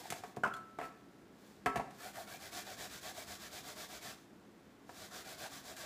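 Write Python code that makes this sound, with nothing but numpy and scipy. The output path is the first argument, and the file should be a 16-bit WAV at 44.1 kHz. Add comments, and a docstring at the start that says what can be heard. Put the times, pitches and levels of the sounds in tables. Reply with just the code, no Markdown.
"""Grating fruit into a bowl

Fruit is rubbed up and down a steel box grater that stands in a large bowl on a kitchen counter.
The grater is lifted out, knocks the bowl so that it rings, and is set down again. Then come two runs
of quick wet strokes, eight a second: the teeth tear the fruit in tiny snaps that shake the steel.
A small hard room and a faint low hum of air surround it all."""
import sys
import numpy as np
from scipy import signal
from scipy.io import wavfile

SR = 44100
rng = np.random.default_rng(int(sys.argv[2]) if len(sys.argv) > 2 else 0)


def master_out(mix):
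    """Clip the mix to full scale and print it as 16-bit PCM to the path in sys.argv[1]."""
    frames = np.transpose(np.atleast_2d(mix))
    ceiling = np.clip(frames, -1, 1)
    pcm = np.round(ceiling * 32767).astype(np.int16)
    wavfile.write(sys.argv[1], SR, pcm)


N = 258117
TIME = np.arange(N) / SR

# The rush of the ventilation. Each row: frequency in Hz, relative level in dB.
AIR_TONE = [(15, -95), (25, -20.5), (204, -3.5), (421, -7), (523, -12), (762, -14), (945, -17), (1140, -16),
            (1240, -20), (1340, -17), (3090, -28), (15500, -51)]
# Its hum. Each row: pitch in Hz, level in dB.
HUM_NOTES = [(201, -69.5), (281, -71.5), (340, -73)]
# The room's echo. Each row: frequency in Hz, fade time in seconds (t60, the time to fall by 60 dB).
ROOM_FADE = [(100, 0.94), (500, 0.51), (2000, 0.51), (6000, 0.5), (15000, 0.33)]
# The grater's weight lands in the bowl. Each row: start in seconds, level of the boom in dB.
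BOOMS = [(1.661, -55), (1.759, -53)]
# The notes of the bowl's rim. Each row: pitch in Hz, relative level in dB, fade time in seconds.
RIM_NOTES = [(1319, 1, 1.84), (3380, -2, 0.028), (4230, -26, 0.33), (7200, -26, 0.19)]
# Blows that make the rim sing. Each row: start in seconds, level in dB, change for the upper notes
# in dB, time in seconds of an extra fade caused by whatever rests in the bowl.
RIM_HITS = [(.440, -44.5, -14, 0.98), (0.537, -46, 6.5, 0.79), (.570, -56.5, -20, 9.8),
            (0.829, -46.5, -11, 0.39), (1.665, -37, -8, 0.49)]
# Steel or fruit squeaks. Each row: start and length in seconds, first and last pitch in Hz, level in dB.
SQUEAK_GLIDES = [(0.055, 0.0054, 765, 780, -47), (0.434, .016, 1556, 1163, -29.5),
                 (0.449, 0.019, 1037, 950, -36.5), (1.757, 0.015, 740, 720, -36),
                 (1.794, 0.021, 725, 898, -44), (2.166, 0.059, 702, 717, -50),
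                 (5.451, 0.015, 737, 810, -50.5)]
# The grater hits the bowl. Each row: start in seconds, ring level in dB, hardness as a treble limit
# in Hz, fade time of the grip in seconds, crack level in dB, thump level in dB, number of rebounds.
GRATER_HITS = [(.103, -50, 6030, 0.26, -39.5, -52, 0), (.123, -40, 2600, 0.064, -45, -54, 0),
               (.236, -43.5, 1090, 0.34, -56, -61, 0), (.364, -67, 4000, .08, -57.5, -71, 0),
               (.369, -43.5, 640, 0.22, -82, -45.5, 0), (.435, -35.5, 1150, 0.057, -48, -47, 3),
               (.537, -57, 2200, .2, -54, -69, 0), (0.566, -60, 2400, .2, -59, -71, 0),
               (.787, -39.5, 1320, 0.28, -55.5, -64, 1), (.812, -43.5, 2000, 0.84, -59, -75, 3),
               (1.660, -29, 2000, 0.77, -43, -45.5, 0), (1.758, -36.5, 1980, .23, -46, -45, 1),
               (1.797, -39.5, 1100, 0.11, -57, -56, 1), (1.907, -61, 2000, 0.12, -61.5, -81, 0),
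               (2.156, -66, 5000, .11, -58, -60, 0), (4.893, -49.5, 1570, .12, -61, -70, 0),
               (5.461, -58, 1120, 0.1, -54, -76, 0), (5.766, -67, 3500, 0.088, -51.5, -75, 0)]
# The grater's walls when struck. Each row: pitch in Hz, relative level in dB, fade time in seconds.
STEEL_NOTES = [(271, -12.5, 0.41), (403, -7, 0.41), (448.3, -4.5, 0.23), (521, -14, 0.23),
               (610, -11, 0.058), (689, 0.5, 0.12), (728.5, 5, 0.11), (734, -3, 0.04), (820, -12, 0.068),
               (951, -6.5, 0.6), (1040, -6.5, 0.16), (1138, -5.5, 0.1), (1114, -4, 0.36), (1284, -3, 0.16),
               (1410, -9, 0.18), (1540, -16, 0.067), (1596, -5.5, 0.16), (1731, -1.5, 0.11),
               (2067, -22, 0.14), (2190, -4, 0.068), (2350, -0.5, 0.068), (2525, -0.5, 0.047),
               (2650, -4, 0.12), (2920, -23, 0.055), (4430, -8, 0.12)]
# The short, dense clatter of a knock. Each row: frequency in Hz, relative level in dB.
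CLATTER_TONE = [(30, -38), (100, -11), (350, -6), (700, 4), (1300, -1.5), (2000, 6), (2700, -6.5),
                (3100, 1), (6000, -34), (16000, -15)]
# The crack where steel meets bowl. Each row: frequency in Hz, relative level in dB.
CRACK_TONE = [(50, -32), (300, -66), (1500, 4.5), (3400, 1.5), (5000, -0.5), (7800, 1.5), (8600, 0),
              (15500, -5.5)]
# Fruit or pulp is pushed about, not grated. Each row: middle and length in seconds, level in dB.
PULP_SLIDES = [(0.02, 0.19, -58), (0.849, 0.12, -60.5), (1.48, .4, -68), (1.968, 0.19, -65),
               (4.186, 0.24, -68.5), (4.947, 0.24, -61.5)]
# Teeth tearing the fruit. Each row: frequency in Hz, relative level in dB.
RASP_TONE = [(25, -22.5), (75, 4.5), (200, -3.5), (450, -2.5), (900, -0.5), (2000, -0.5), (2800, -6),
             (3400, 1.5), (4500, 1), (6000, -1), (7900, -1.5), (8300, -5), (10500, -6), (15300, -8)]
# The steel sheet, damped by hand and fruit. 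Each row: pitch in Hz, width in Hz, relative level in dB.
SHEET_NOTES = [(1113, 29, 1), (1434, 166, 4.5), (1602, 85, 2.5), (1770, 110, 5.5), (2050, 110, -8),
               (2304, 61, 4), (2660, 113, -12.5), (4245, 40, 0)]
# The grater's hollow box. Each row: pitch in Hz, width in Hz, relative level in dB.
BOX_NOTES = [(445, 88, -14), (638, 35.4, 1), (719.6, 47, -0.5), (757, 38.5, 1), (939, 23, -14.5)]
# How deep the teeth bite; newly turned fruit skids at first. Each row: time in seconds, rasp change in dB.
BITE_DEPTH = [(0, -1), (2.05, -3.5), (2.2, -4.5), (2.45, -1), (2.57, -0.5), (5.1, 0), (5.85, -0.5)]
# The fruit goes down and up in turn. Each row: middle in seconds, force in dB, change for the box in dB.
FRUIT_STROKES = [(-.005, -52.5, 5), (0.059, -55, 2.5), (.17, -56, -1.5), (.26, -63, -4),
                 (2.06, -49.5, -2.5), (2.19, -50, -3.5), (2.326, -50.5, -3), (2.447, -51, -1.5),
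                 (2.574, -46.5, -6.5), (2.704, -50.5, -2), (2.83, -47, -4), (2.944, -50, -8.5),
                 (3.073, -48, -4.5), (3.196, -50, -4), (3.319, -49, -5.5), (3.443, -51.5, -6),
                 (3.565, -49, -5), (3.689, -50, -4.5), (3.814, -48.5, -6.5), (3.941, -51, -5.5),
                 (4.069, -49, -5.5), (5.024, -53.5, -5), (5.176, -50.5, -3), (5.301, -50.5, -2.5),
                 (5.434, -48.5, -2.5), (5.552, -51, -10.5), (5.697, -52, -1), (5.815, -49.5, -5.5)]


def amp(db):
    """Turns decibels into a gain."""
    return 10 ** (np.asarray(db) / 20)


def unit(x):
    """Scales a signal to an average strength (rms) of one."""
    return x / np.sqrt(np.mean(x ** 2) + 1e-20)


def unit_start(x, size=512):
    """Scales a blow so that its first samples have an average strength of one."""
    return x / np.sqrt(np.mean(x[:size] ** 2) + 1e-20)


def read(points, hz):
    """Looks up a value between table rows, on a scale of octaves."""
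    row_hz, value = np.transpose(points)
    return np.interp(np.log(hz + 1), np.log(row_hz + 1), value)


def add(mix, start_s, sound):
    """Mixes a sound in at the given time."""
    part = mix[max(0, round(start_s * SR)):][:len(sound)]
    part += sound[:len(part)]


def fading(t, t60):
    """A fade of 60 dB every t60 seconds."""
    return np.exp(-np.log(1000) * t / t60)


def burst(t60):
    """Noise that starts at once and dies away."""
    return rng.standard_normal(SR // 4) * fading(TIME[:SR // 4], t60)


def soften(x, hz):
    """Turns down everything above hz."""
    return signal.lfilter(*signal.butter(2, min(hz, SR / 3), fs=SR), x)


def band(x, low_hz, high_hz):
    """Keeps what lies between two frequencies."""
    return signal.sosfilt(signal.butter(3, [low_hz, high_hz], "bandpass", fs=SR, output="sos"), x)


def colour(x, tone, size=2048):
    """Gives a sound the tone in a table while keeping its clicks sharp."""
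    hz = abs(np.fft.fftfreq(size, 1 / SR))
    log_gain = np.log(amp(read(tone, hz)))
    taps = np.fft.ifft(np.exp(np.conj(signal.hilbert(log_gain)))).real  # rings only after a click
    return signal.oaconvolve(x, taps)[:len(x)]


def resonate(x, notes):
    """Lets a sound ring at the given notes, neighbours swinging in opposite directions."""
    return sum((-1) ** k * amp(db) * signal.lfilter(*signal.iirpeak(hz, hz / width, SR), x)
               for k, (hz, width, db) in enumerate(notes))


def drift(hz):
    """A smooth random curve that wanders no faster than about hz."""
    knots = np.arange(0, N, 64)
    curve = unit(soften(rng.standard_normal(len(knots)), hz * 64))
    return np.interp(np.arange(N), knots, curve)


def air(rush_db=-61.4, hum_width_hz=9):
    """Ventilation makes a steady low rush with a few blurred tones."""
    rush = amp(rush_db) * unit(colour(rng.standard_normal(N), AIR_TONE, size=8192))
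    hum = sum(amp(db) * unit(resonate(rng.standard_normal(N), [(hz, hum_width_hz, 0)]))
              for hz, db in HUM_NOTES)
    return rush + hum


def kitchen(x, delay_s=0.004, echoes_per_s=3000):
    """Sound bounces off counter, doors and walls; the low echoes last longest."""
    echoes = rng.standard_normal(SR) * (rng.random(SR) < echoes_per_s / SR)
    hz, t, bands = signal.stft(echoes, SR, nperseg=256)
    tail = signal.istft(bands * fading(t, read(ROOM_FADE, hz)[:, None]), SR, nperseg=256)[1]
    tail = np.r_[np.zeros(round(delay_s * SR)), tail]
    return signal.fftconvolve(x, tail / np.linalg.norm(tail))[:N]


def counter():
    """The stone top answers a heavy blow with a short, deep boom."""
    out = np.zeros(N)
    for start, db in BOOMS:
        boom = band(burst(t60=0.095), low_hz=50, high_hz=130)
        add(out, start, amp(db) * unit_start(boom, size=1500))
    return out


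def bowl(rise_s=0.0023):
    """The rim sings on after hard blows; each note follows the blow that leaves it swinging most."""
    out = np.zeros(N)
    for k, (hz, note_db, t60) in enumerate(RIM_NOTES):
        swing = np.zeros(N)
        for start, db, upper_db, damping_t60 in RIM_HITS:
            age = np.maximum(TIME - start, 0)
            height = amp(db + note_db + upper_db * (k > 0))
            rise = 1 - np.exp(-age / rise_s)
            swing = np.maximum(swing, height * rise * fading(age, t60) * fading(age, damping_t60))
        out += np.sqrt(2) * swing * np.sin(2 * np.pi * hz * TIME)
    return out


def squeaks(wobble=0.11, octave_db=-23):
    """Steel or fruit sticks and slips, making a short, shaky tone that glides."""
    out = np.zeros(N)
    for start, length, first_hz, last_hz, db in SQUEAK_GLIDES:
        count = round(length * SR)
        shake = unit(soften(rng.standard_normal(SR // 10), hz=250))[-count:]
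        hz = np.linspace(first_hz, last_hz, count) * (1 + wobble * shake)
        phase = 2 * np.pi * np.cumsum(hz) / SR
        tone = np.sin(phase) + amp(octave_db) * np.sin(2 * phase)
        add(out, start, amp(db) * unit(tone * signal.windows.tukey(count, 0.5)))
    return out


def steel_ring(scatter_db=0.4):
    """The struck walls ring; each blow lands elsewhere, so the mix of notes varies by chance."""
    t = TIME[:SR // 4]
    chance = rng.standard_normal((len(STEEL_NOTES), 2))
    return sum(np.sign(side) * amp(db + scatter_db * luck) * fading(t, t60) * np.sin(2 * np.pi * hz * t)
               for (hz, db, t60), (luck, side) in zip(STEEL_NOTES, chance))


def knock(ring_db, hardness_hz, grip_t60, crack_db, thump_db, clatter_db=-3):
    """Steel meets bowl: a crack, walls that ring until the grip stills them, a thump in the counter."""
    ring = unit_start(steel_ring())
    clatter = amp(clatter_db) * unit_start(colour(burst(t60=0.096), CLATTER_TONE))
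    held = (ring + clatter) * fading(TIME[:len(ring)], grip_t60)
    steel = unit_start(soften(held, hardness_hz))
    dullness = np.exp(-2 * np.pi * 2.6 * hardness_hz / SR)  # a harder hit makes a brighter crack
    crack = colour(burst(t60=0.064), CRACK_TONE)
    crack = unit_start(signal.lfilter([1], [1, -dullness], crack), size=256)
    thump = unit_start(band(burst(t60=0.065), low_hz=100, high_hz=320), size=900)
    return amp(ring_db) * steel + amp(crack_db) * crack + amp(thump_db) * thump


def knocks(gap_s=0.0135, rebound_db=-5, step_db=-1.5):
    """The loosely held grater hits the bowl, sometimes chattering in ever weaker rebounds."""
    out = np.zeros(N)
    for start, *contact, rebounds in GRATER_HITS:
        add(out, start, knock(*contact))
        for k in range(rebounds):
            add(out, start + (k + 1) * gap_s, amp(rebound_db + k * step_db) * knock(*contact))
    return out


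def snaps(per_s, spread_db):
    """Fruit cells burst in a dense stream of clicks; spread_db makes their sizes uneven."""
    size = amp(spread_db * np.minimum(rng.exponential(1, N), 4))
    return unit(size * rng.choice([-1, 1], N) * (rng.random(N) < per_s / SR))


def sliding(sheet_db=-6, fingers_db=-75):
    """Wet pulp crackles in soft swells, under fingers that never quite keep still."""
    crackle = snaps(per_s=3500, spread_db=0)
    sound = unit(colour(crackle, RASP_TONE)) + amp(sheet_db) * unit(resonate(crackle, SHEET_NOTES))
    swells = sum(amp(db) * np.cos(np.pi * np.clip((TIME - middle) / length, -0.5, 0.5)) ** 2
                 for middle, length, db in PULP_SLIDES)
    return sound * np.hypot(swells, amp(fingers_db))


def gliding_notes(x, notes, pitch_factor, wander_db=2):
    """The grater's notes bend in pitch and waver in level as the fruit crosses the wall."""
    clock = np.cumsum(pitch_factor) / SR  # time runs faster for a higher pitch
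    out = np.zeros(N)
    for k, (hz, width, db) in enumerate(notes):
        spin = np.exp(2j * np.pi * hz * clock)
        decay = np.exp(-np.pi * width / SR)
        ringing = (spin * signal.lfilter([1 - decay], [1, -decay], x * spin.conj())).real
        out += (-1) ** k * amp(db + wander_db * drift(hz=9)) * ringing
    return unit(out)


def hand_motion(reach_s=0.08, turn_db=-14):
    """Each stroke speeds up and slows. Gives the effort, the push on the box and the fruit's place."""
    effort, box_push, place = np.zeros((3, N))
    # a stroke reaches halfway to its neighbour, but at most reach_s from its own middle
    half_gaps = np.diff([row[0] for row in FRUIT_STROKES]) / 2
    reach = np.r_[reach_s, np.minimum(half_gaps, reach_s), reach_s]
    for k, (middle, force_db, hollow_db) in enumerate(FRUIT_STROKES):
        start, end = middle - reach[k], middle + reach[k + 1]
        now = (TIME >= start) & (TIME < end)
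        travel = np.interp(TIME[now], [start, middle, end], [0, 0.5, 1])
        speed = abs(np.sin(np.pi * travel)) ** 0.82
        effort[now] = amp(force_db) * np.hypot(speed, amp(turn_db))
        box_push[now] = amp(hollow_db) * effort[now] * speed ** 0.36
        place[now] = 1 - travel if k % 2 else travel
    return effort, box_push, place


def grating(catch_db=0.68, rasp_db=1, fizz_db=-0.1, sheet_db=-4, box_db=-0.96, fizz_hz=8000, bend=0.042):
    """The teeth tear the fruit with a rasp and a wet fizz, shaking the steel sheet and the hollow box."""
    effort, box_push, place = hand_motion()
    # rows of teeth catch and let go, so the snaps come in clumps
    catching = amp(catch_db * unit(soften(rng.standard_normal(N), hz=87)))
    teeth = unit(snaps(per_s=9000, spread_db=1.5) * catching)
    flesh = unit(colour(teeth, RASP_TONE))
    rasp = signal.sosfiltfilt(signal.butter(3, fizz_hz, fs=SR, output="sos"), flesh)
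    fizz = flesh - rasp
    bite_db = np.interp(TIME, *np.transpose(BITE_DEPTH))  # skidding weakens the rasp, not the fizz
    tearing = amp(rasp_db + bite_db) * rasp + amp(fizz_db) * fizz
    pitch_factor = 1 + bend * (2 * place - 1)  # the moving fruit loads the wall and shifts its notes
    sheet = amp(sheet_db) * gliding_notes(teeth, SHEET_NOTES, pitch_factor)
    box = amp(box_db) * gliding_notes(teeth, BOX_NOTES, pitch_factor)
    return effort * (tearing + sheet) + box_push * box


def scene(rubbing_echo_db=-10.5, blows_echo_db=-8):
    """Grater and bowl at arm's length in the kitchen."""
    rubbing = grating() + sliding()
    blows = knocks() + squeaks()
    echoes = kitchen(amp(rubbing_echo_db) * rubbing + amp(blows_echo_db) * blows)
    return (rubbing + blows + bowl() + counter() + echoes + air())[None]


def record(dry, low_hz=34, high_hz=15450):
    """Trims away the deepest bass and the highest treble."""
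    thinned = signal.lfilter(*signal.butter(2, low_hz, "highpass", fs=SR), dry)
    treble_cut = signal.firwin(801, high_hz, window=("kaiser", 8), fs=SR)
    return signal.oaconvolve(thinned, treble_cut[None], "same")


dry = scene()
out = record(dry)
master_out(out)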